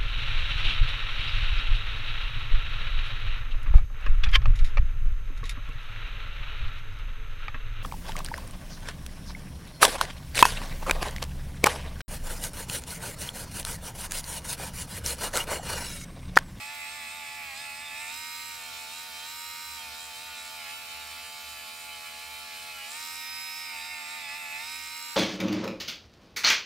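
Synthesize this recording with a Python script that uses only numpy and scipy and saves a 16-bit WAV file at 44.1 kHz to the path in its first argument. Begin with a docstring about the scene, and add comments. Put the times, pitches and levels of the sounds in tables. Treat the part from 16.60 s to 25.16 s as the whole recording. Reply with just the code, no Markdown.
"""A small three-pole rotary tool spins a felt wheel against a metal bracelet, near a two-port microphone.
Whatever repeats each shaft turn sounds as harmonics of the speed, which sags under load; one harmonic
beams out as a thin whine. Brushes and wheel hiss through the housing resonances, a bearing ticks once
a turn, and the hand covers and opens the body. The room hums and rumbles faintly."""
import sys
import numpy as np
from scipy import signal
from scipy.fft import rfft, irfft, next_fast_len
from scipy.io import wavfile
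from scipy.ndimage import uniform_filter1d, map_coordinates

SR = 44100
rng = np.random.default_rng(int(sys.argv[2]) if len(sys.argv) > 2 else 0)


def dump(signal):
    """Clip the signal to [-1, 1] and save it as 16-bit WAV at the path in sys.argv[1]."""
    limited = np.clip(np.atleast_2d(signal).T, -1, 1)
    pcm = np.round(limited * 32767).astype(np.int16)
    wavfile.write(sys.argv[1], SR, pcm)


N = 377487
TIME = np.arange(next_fast_len(N)) / SR
BINS = np.maximum(np.fft.rfftfreq(len(TIME), 1 / SR), 1)


def undb(db):
    """Amplitude ratio of a level."""
    return 10 ** (np.asarray(db) / 20)


def level(x, db):
    """RMS normalisation to a level."""
    return x * undb(db) / np.sqrt(np.mean(x ** 2))


def curve(table, at=TIME):
    """Linear interpolation of each column in time."""
    t, *columns = np.transpose(table)
    return [np.interp(at, t, c) for c in columns]


def shape(table, hz=BINS):
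    """Interpolation on a log-frequency axis."""
    f, v = np.transpose(table)
    return np.interp(np.log(hz), np.log(f), v)


def walk(rows, span, count):
    """Low-pass noise of unit variance in count columns, correlated over about span rows."""
    x = rng.standard_normal((rows, count))
    x = uniform_filter1d(uniform_filter1d(x, span, axis=0), span, axis=0)
    return x / x.std()


def spell(at, start, end, edge):
    """A gate from start to end with soft edges."""
    return (1 + np.tanh((at - start) / edge)) * (1 + np.tanh((end - at) / edge)) / 4


# Likeness of the sound at the two ports: f/Hz, correlation
COHERENCE = [(60, 1), (200, 0.73), (700, 0.73), (1400, 0.25), (4000, 1), (8000, 0.54), (13000, 0.19)]
def noise_pair(gain=1):
    """Partial coherence: noise of a given spectrum at two ports that agree less in the treble."""
    alike = shape(COHERENCE)
    mid, side = (rfft(rng.standard_normal(len(TIME))) * gain for _ in range(2))
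    mid, side = mid * np.sqrt(1 + alike), side * np.sqrt(1 - alike)
    return irfft(np.array([mid + side, mid - side]), len(TIME)) / np.sqrt(2)


FREE_HZ, LOADED_HZ, SAG_HZ = 85.19, 79.5, 3.0  # a sag of SAG_HZ counts as full load
# The wheel rests on the metal: touch t/s, lift t/s, speed lost/Hz
TOUCHES = [(-0.52, 1.544, 3.13), (2.0, 2.69, 0.99), (3.18, 6.34, 3.56), (7.17, 8.05, 2.76)]
# Harder pushes as it rides over the links: t/s, speed lost/Hz, half length/s
PUSHES = [(0.01, 4.87, 0.09), (0.24, 3.7, 0.11), (0.451, 4.04, 0.08), (0.676, 3.95, 0.12),
          (0.899, 5.5, 0.11), (0.942, 3.6, 0.051), (1.123, 4.7, 0.11), (1.321, 3.45, 0.078),
          (1.46, 1.07, 0.04), (2.129, 3.7, 0.16), (2.289, 2.83, 0.07), (2.561, 4.01, 0.1),
          (3.319, 2.15, 0.04), (3.551, 2.4, 0.06), (3.771, 1.7, 0.06), (3.871, 1.54, 0.06),
          (4.06, 5.05, 0.09), (4.277, 2.7, 0.067), (4.5, 3.25, 0.21), (4.94, 2.6, 0.25),
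          (5.139, 1.49, 0.23), (5.48, 4.15, 0.24), (5.981, 4.03, 0.23), (6.23, 4.9, 0.1), (7.15, 2.2, 0.07),
          (7.45, 2.3, 0.065), (7.682, 4.76, 0.075), (7.9, 4.03, 0.1)]
def speed(at):
    """Friction loading: every touch and push lowers the shaft's rotation frequency."""
    resting = sum(lost * spell(at, touch, lift, edge=0.0352) for touch, lift, lost in TOUCHES)
    pushing = sum(lost * np.exp(-((at - t) / half) ** 2) for t, lost, half in PUSHES)
    return FREE_HZ - resting - pushing


# Height of the hands above the table: t/s, raised fraction
RAISED = [(0, 0), (1.45, 0), (1.7, 0.99), (6.3, 1), (6.6, 0), (8.15, 0.01), (8.35, 1), (8.56, 0.98)]
def posed(states, load, raised):
    """Bilinear blend of four states: free and low, free and raised, loaded and low, loaded and raised."""
    low_db, high_db = (states[k] + load * (states[k + 2] - states[k]) for k in range(2))
    return low_db + raised * (high_db - low_db), low_db, high_db


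def harmonics(turn, order, db, slip_rad, spread_rad, steps=2048):
    """Fourier synthesis: one waveform a turn, blended into the next; db is (turns, orders)."""
    rows, count = db.shape
    shared = rng.uniform(0, 2 * np.pi, count) + slip_rad * walk(rows, 4, count)
    apart = spread_rad * walk(rows, 13, count)  # each tone leaves the body at its own place
    ports = []
    for phase in (shared + apart, shared - apart):
        spectrum = np.zeros((rows, steps // 2 + 1), complex)
        spectrum[:, order] = undb(db) * np.exp(1j * phase) * steps / np.sqrt(2)
        cycles = irfft(spectrum, steps)
        cycles = np.hstack([cycles, cycles[:, :1]])
        ports.append(map_coordinates(cycles, [turn, turn % 1 * steps], order=1))
    return np.array(ports)


BARS = 3  # commutator bars
# Strong harmonics: order (its whole part sounds), relative level/dB in each of the four states
STRONG_TONES = [(3.017, -68.5, -70, -70, -71), (6.001, -71.5, -71, -75, -68.5), (8, -73, -79, -64.5, -63.5),
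                (9, -63, -70, -59.5, -59.5), (10, -68.5, -70, -73.5, -76), (11.021, -52, -51, -50.5, -52.5),
                (12, -71, -73, -67.5, -65.5), (14, -58.5, -54.5, -62, -62), (15, -53, -54, -57, -58),
                (17, -63, -58.5, -58, -58.5), (18, -54.5, -56, -61, -58), (22, -52.5, -55.5, -55, -58.5),
                (25, -52, -52.5, -57.5, -68.5), (26, -51.5, -52.5, -53, -61), (27, -54.5, -61, -59.5, -58),
                (28, -49, -53.5, -56.5, -54.5), (29, -59, -58.5, -53.5, -60),
                (30, -52.5, -56, -55.5, -53.5), (31, -57, -72, -56, -54), (32, -69, -69, -54, -59.5),
                (33, -55.5, -55.5, -50.5, -53), (39, -71, -61, -66, -53.5), (41, -61, -62.5, -74, -77),
                (44, -59, -68, -72, -70), (45, -55, -59, -57.5, -62.5), (46, -61, -53, -61, -70),
                (47, -65.5, -55, -59, -64.5), (48, -64, -52.5, -61, -60), (57, -60.5, -61, -64, -72),
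                (63, -66, -61, -62, -70.5), (66, -61, -60, -58, -63), (87, -60, -56, -72, -64),
                (93, -59.5, -63, -55, -63), (105, -68, -61, -52, -62.5), (108, -62, -68, -58, -67),
                (117, -57, -63.5, -69, -63), (150, -56, -63, -82, -67), (156, -53, -69, -64, -67),
                (159, -56, -71, -62, -63), (165, -73, -73, -68.5, -63), (168, -67, -75.5, -71, -62),
                (171, -69, -69.5, -66.5, -63), (180, -64.5, -66, -69, -76)]
# Envelope of the faint ones between them: order, relative level/dB
FAINT_TONES = [(7, -74), (13, -74), (21, -65.5), (36, -65.5), (54, -66), (96, -71), (126, -68.5),
               (177, -78)]
def line_spectrum(between_bars_db=-3.5, scatter_db=2.5):
    """Periodicity: lines at multiples of the speed; high up, only multiples of the bar rate remain."""
    strong = np.transpose(STRONG_TONES)
    faint = np.setdiff1d(np.r_[7:72, 72:180:BARS], np.r_[strong[0], WHINE_ORDER])
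    faint_db = shape(FAINT_TONES, faint) + between_bars_db * (faint % BARS > 0)
    faint_db = faint_db + scatter_db * rng.standard_normal((len(faint), 4)).T
    both = np.hstack([strong, np.vstack([faint, faint_db])])
    return both[:, np.argsort(both[0])]


def motor_tones(turn, turn_times, load):
    """Amplitude and phase modulation: the wheel's uneven drag makes the shaft harmonics flutter."""
    turns, load = len(turn_times), load[:, None]
    order, *states = line_spectrum()
    db, low_db, high_db = posed(states, load, curve(RAISED, turn_times)[0][:, None])
    # the pose only shares out the power within a band
    band = np.searchsorted(BAND_EDGES, order * (FREE_HZ - SAG_HZ))
    same_band = band[:, None] == band
    db = db - 10 * np.log10(undb(2 * db) @ same_band / (undb(low_db + high_db) @ same_band))
    # the housing resonances stay put while the tones slide through them
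    tone_hz = order * speed(turn_times)[:, None]
    usual_hz = order * (FREE_HZ + load * (LOADED_HZ - FREE_HZ))
    db = db + 1.3 * (shape(HOUSING, tone_hz) - shape(HOUSING, usual_hz))
    ringing = np.clip(np.minimum((order - 4) / 16, 70 / order), .5, 1)  # most where the housing rings
    own = walk(turns, 3, len(order))
    together = uniform_filter1d(walk(turns, 4, len(order)), size=5, axis=1)
    flutter_db = ringing * ((1.5 + 1.4 * load) * own + 1.2 * load * together)
    slip_rad = ringing * (0.38 + 0.27 * load) + .0016 * order  # high tones feel every wobble of speed
    spread_rad = 0.42 * ringing + 0.0021 * order
    return harmonics(turn, order.astype(int), db + flutter_db, slip_rad, spread_rad)


# Hiss spectrum with the housing resonances: f/Hz, relative spectral density/dB
HOUSING = [(420, -103), (820, -94.5), (1480, -90), (1950, -86.5), (2550, -79.5), (2800, -86), (3450, -92.5),
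           (4020, -84), (4550, -89.5), (6350, -92), (7550, -85), (10900, -93), (13100, -88.5), (14000, -93)]
def brush_hiss(turn, drag):
    """Friction noise of brushes and wheel, chopped unevenly by the bars and filtered by the housing."""
    bar = BARS * turn
    size = undb(2.5 * rng.standard_normal(N // 100))[bar.astype(int)]
    chop = 1 + 1.05 * np.exp(-(bar % 1) / 0.39) * size
    friction = noise_pair() * level(chop, 0) * undb(0.46 * drag)  # the felt rasps under load
    return irfft(rfft(friction) * undb(shape(HOUSING)) * np.sqrt(SR / 2), len(TIME))


# One row a band (motor, housing, vents, bearing, air): base level/dB in each of the four states
BANDS = [(-48, -47, -46.5, -47), (-44, -43.5, -42.5, -43.5), (-46, -45, -46.5, -44.5),
         (-49, -49, -49.5, -50), (-49.5, -48, -52.5, -50)]
# The tool drifts before the microphone: t/s, gain/dB, housing band gain/dB, left minus right/dB
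DRIFT = [(0, 0.5, .2, -2.9), (1.2, -.5, -0.1, -2.6), (1.5, 1.2, .2, -3.3), (1.65, .5, -2, -3),
         (2.3, 0, -4, -2.3), (3.1, .2, -4, -2.7), (3.5, -0.7, -4.5, -1.7), (3.8, -0.2, -2, -1.9),
         (4.6, -0.5, -3, -2.3), (5.6, -1, -3, -2.1), (6.2, -0.4, -2.5, -1.5), (6.4, 1.2, -3.5, -2.6),
         (6.8, 0.7, 1, -3.8), (7.85, 0.25, 2, -2.6), (8.1, 1.5, 1, -3.6), (8.3, -1, 0, -3.2),
         (8.56, 0.3, -3, -3)]
def band_levels(drag, rasp_db_per_hz=.4, surge_db_s_per_hz=.035):
    """Radiation by band: the housing rasps as the shaft labours; vents and bearing roar as it speeds up."""
    near_db, housing_db, _ = curve(DRIFT)
    raised, hz = curve(RAISED)[0], speed(TIME)
    motor, housing, vents, bearing, air = (posed(row, drag, raised)[0] + near_db for row in BANDS)
    rasp_db = rasp_db_per_hz * np.maximum(LOADED_HZ - hz, 0)
    surge_db = surge_db_s_per_hz * np.maximum(np.gradient(hz) * SR, 0)
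    return [motor, housing + housing_db + rasp_db, vents + surge_db, bearing + surge_db, air]


# Crossovers between the five bands: f/Hz
BAND_EDGES = [1900, 2900, 6400, 10500]
def grip(body, bands_db, turn_times):
    """Shielding: the hand lets the sound out band by band; restless fingers shake all but the lowest."""
    above = [1] + [np.clip(.5 + 3 * np.log2(BINS / f), 0, 1) for f in BAND_EDGES] + [0]
    tremble_db = 0.6 * walk(len(turn_times), 4, len(bands_db))
    tremble_db[:, 0] = 0
    spectrum, out = rfft(body), 0
    for k, band_db in enumerate(bands_db):
        band = irfft(spectrum * (above[k] - above[k + 1]), len(TIME))
        out = out + level(band, 0) * undb(band_db + np.interp(TIME, turn_times, tremble_db[:, k]))
    return out


# Spells in which the bearing rattles: t/s, length/s, level/dB relative to the bearing band
RATTLES = [(1.403, 0.69, -1.5), (2.188, 0.089, 0.5), (2.34, 0.093, 3), (2.62, .58, -2), (3.37, .11, 2),
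           (3.759, 0.14, -1), (6.299, 0.31, 0.5), (8.12, 0.58, 0)]
def bearing_ticks(turn, band_db, ring_hz=7700, width_hz=1800, quiet_db=-25.5):
    """Impact excitation: a knock once a turn, never twice the same, rings the bearing seat."""
    size = undb(1.3 * rng.standard_normal(N // 100))[turn.astype(int)]
    place = turn % 1
    knocks = noise_pair() * size * np.exp(-place / .14) * np.minimum(place / 0.041, 1)
    seat = 1 / (1 + 1j * (BINS ** 2 - ring_hz ** 2) / (BINS * width_hz)) ** 2
    ring = irfft(rfft(knocks) * seat, len(TIME))
    rattle = sum(undb(db) * spell(TIME, t, t + length, edge=0.033) for t, length, db in RATTLES)
    return level(ring, band_db) * (undb(quiet_db) + rattle)


WHINE_ORDER = 60
# The whine's beam toward the microphone: t/s, gain/dB
BEAM = [(0, -4), (1.35, -4), (1.54, 4), (1.9, -2.5), (2.4, 1.5), (3.0, 1.5), (4.3, 2.5), (4.74, 5.5),
        (5.4, 1.5), (6.3, 1.5), (6.5, 5), (6.87, 9.5), (7.31, 10.5), (7.5, 4.5), (7.95, -2), (8.06, 7),
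        (8.3, 2.5), (8.56, 4)]
def whine(turn, turn_times, load, base_db=-52, load_db=-7):
    """Directivity: one high harmonic swells and fades as the tool is turned, and weakens under load."""
    db = base_db + load_db * load + curve(BEAM, turn_times)[0]
    db = db[:, None] + .8 * walk(len(turn_times), 8, 1)
    return harmonics(turn, np.array([WHINE_ORDER]), db, slip_rad=0.42, spread_rad=0.52)


# Balance of the tool at the two ports: f/Hz, left minus right/dB
PORT_BALANCE = [(700, 1.5), (1300, 1), (2400, -.5), (4400, 0.2), (8000, 1), (10500, 0.1), (12000, -7),
                (15000, -7)]
def at_ports(sound):
    """Level difference between the ports: it varies with the tool's position and with frequency."""
    pan_db, tilt_db = curve(DRIFT)[2], shape(PORT_BALANCE)
    panned = sound * undb(np.array([pan_db, -pan_db]) / 2)
    tilt = undb(np.array([tilt_db, -tilt_db]) / 2)
    return irfft(rfft(panned) * tilt / np.sqrt(np.mean(tilt ** 2, axis=0)), len(TIME))


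# Rumble spectrum: f/Hz, relative spectral density/dB
RUMBLE = [(20, -29), (45, -16), (75, -5.5), (130, -5), (200, -6.5), (245, -7), (320, -12), (460, -15),
          (600, -36)]
# Room hums: f/Hz, width/Hz, base level/dB
HUMS = [(72.8, 9, -67.5), (118.7, 5.4, -76), (277, 9.1, -80.5)]
# The room, loudest early on: t/s, hum gain/dB, rumble level/dB
ROOM_LEVELS = [(0, 0.5, -67.5), (1.2, 1, -66.5), (1.8, 1, -69.5), (3.5, 1.5, -70.5), (6.2, -2, -72),
               (6.8, -6, -74.5), (7.7, -3, -72), (8.56, -2, -74)]
def room():
    """Narrow-band noise wavers in amplitude: three such hums lie over a broad, low rumble."""
    hum_db, rumble_db = curve(ROOM_LEVELS)
    hums = sum(level(noise_pair(1 / (1 + (2 * (BINS - hz) / width) ** 2)), db) for hz, width, db in HUMS)
    return level(noise_pair(undb(shape(RUMBLE))), rumble_db) + hums * undb(hum_db)


def scene():
    """Superposition: the tool's sources, all locked to one shaft, add to the room."""
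    turn = np.cumsum(speed(TIME)) / SR
    turn_times = np.interp(np.arange(int(turn[-1]) + 2), turn, TIME)
    load = np.clip((FREE_HZ - speed(turn_times)) / SAG_HZ, 0, 1)  # one value a turn
    drag = np.interp(TIME, turn_times, load)  # the same load, one value a sample
    body = motor_tones(turn, turn_times, load) + brush_hiss(turn, drag)
    bands_db = band_levels(drag)
    tool = grip(body, bands_db, turn_times) + bearing_ticks(turn, bands_db[3])
    tool = tool + whine(turn, turn_times, load)
    return (at_ports(tool) * undb(-0.53) + room())[:, :N]


def record(dry, top_hz=15770):
    """Band limiting: an elliptic low-pass cuts the top steeply."""
    return signal.sosfilt(signal.ellip(14, .2, 70, top_hz, fs=SR, output="sos"), dry)


dry = scene()
out = record(dry)
dump(out)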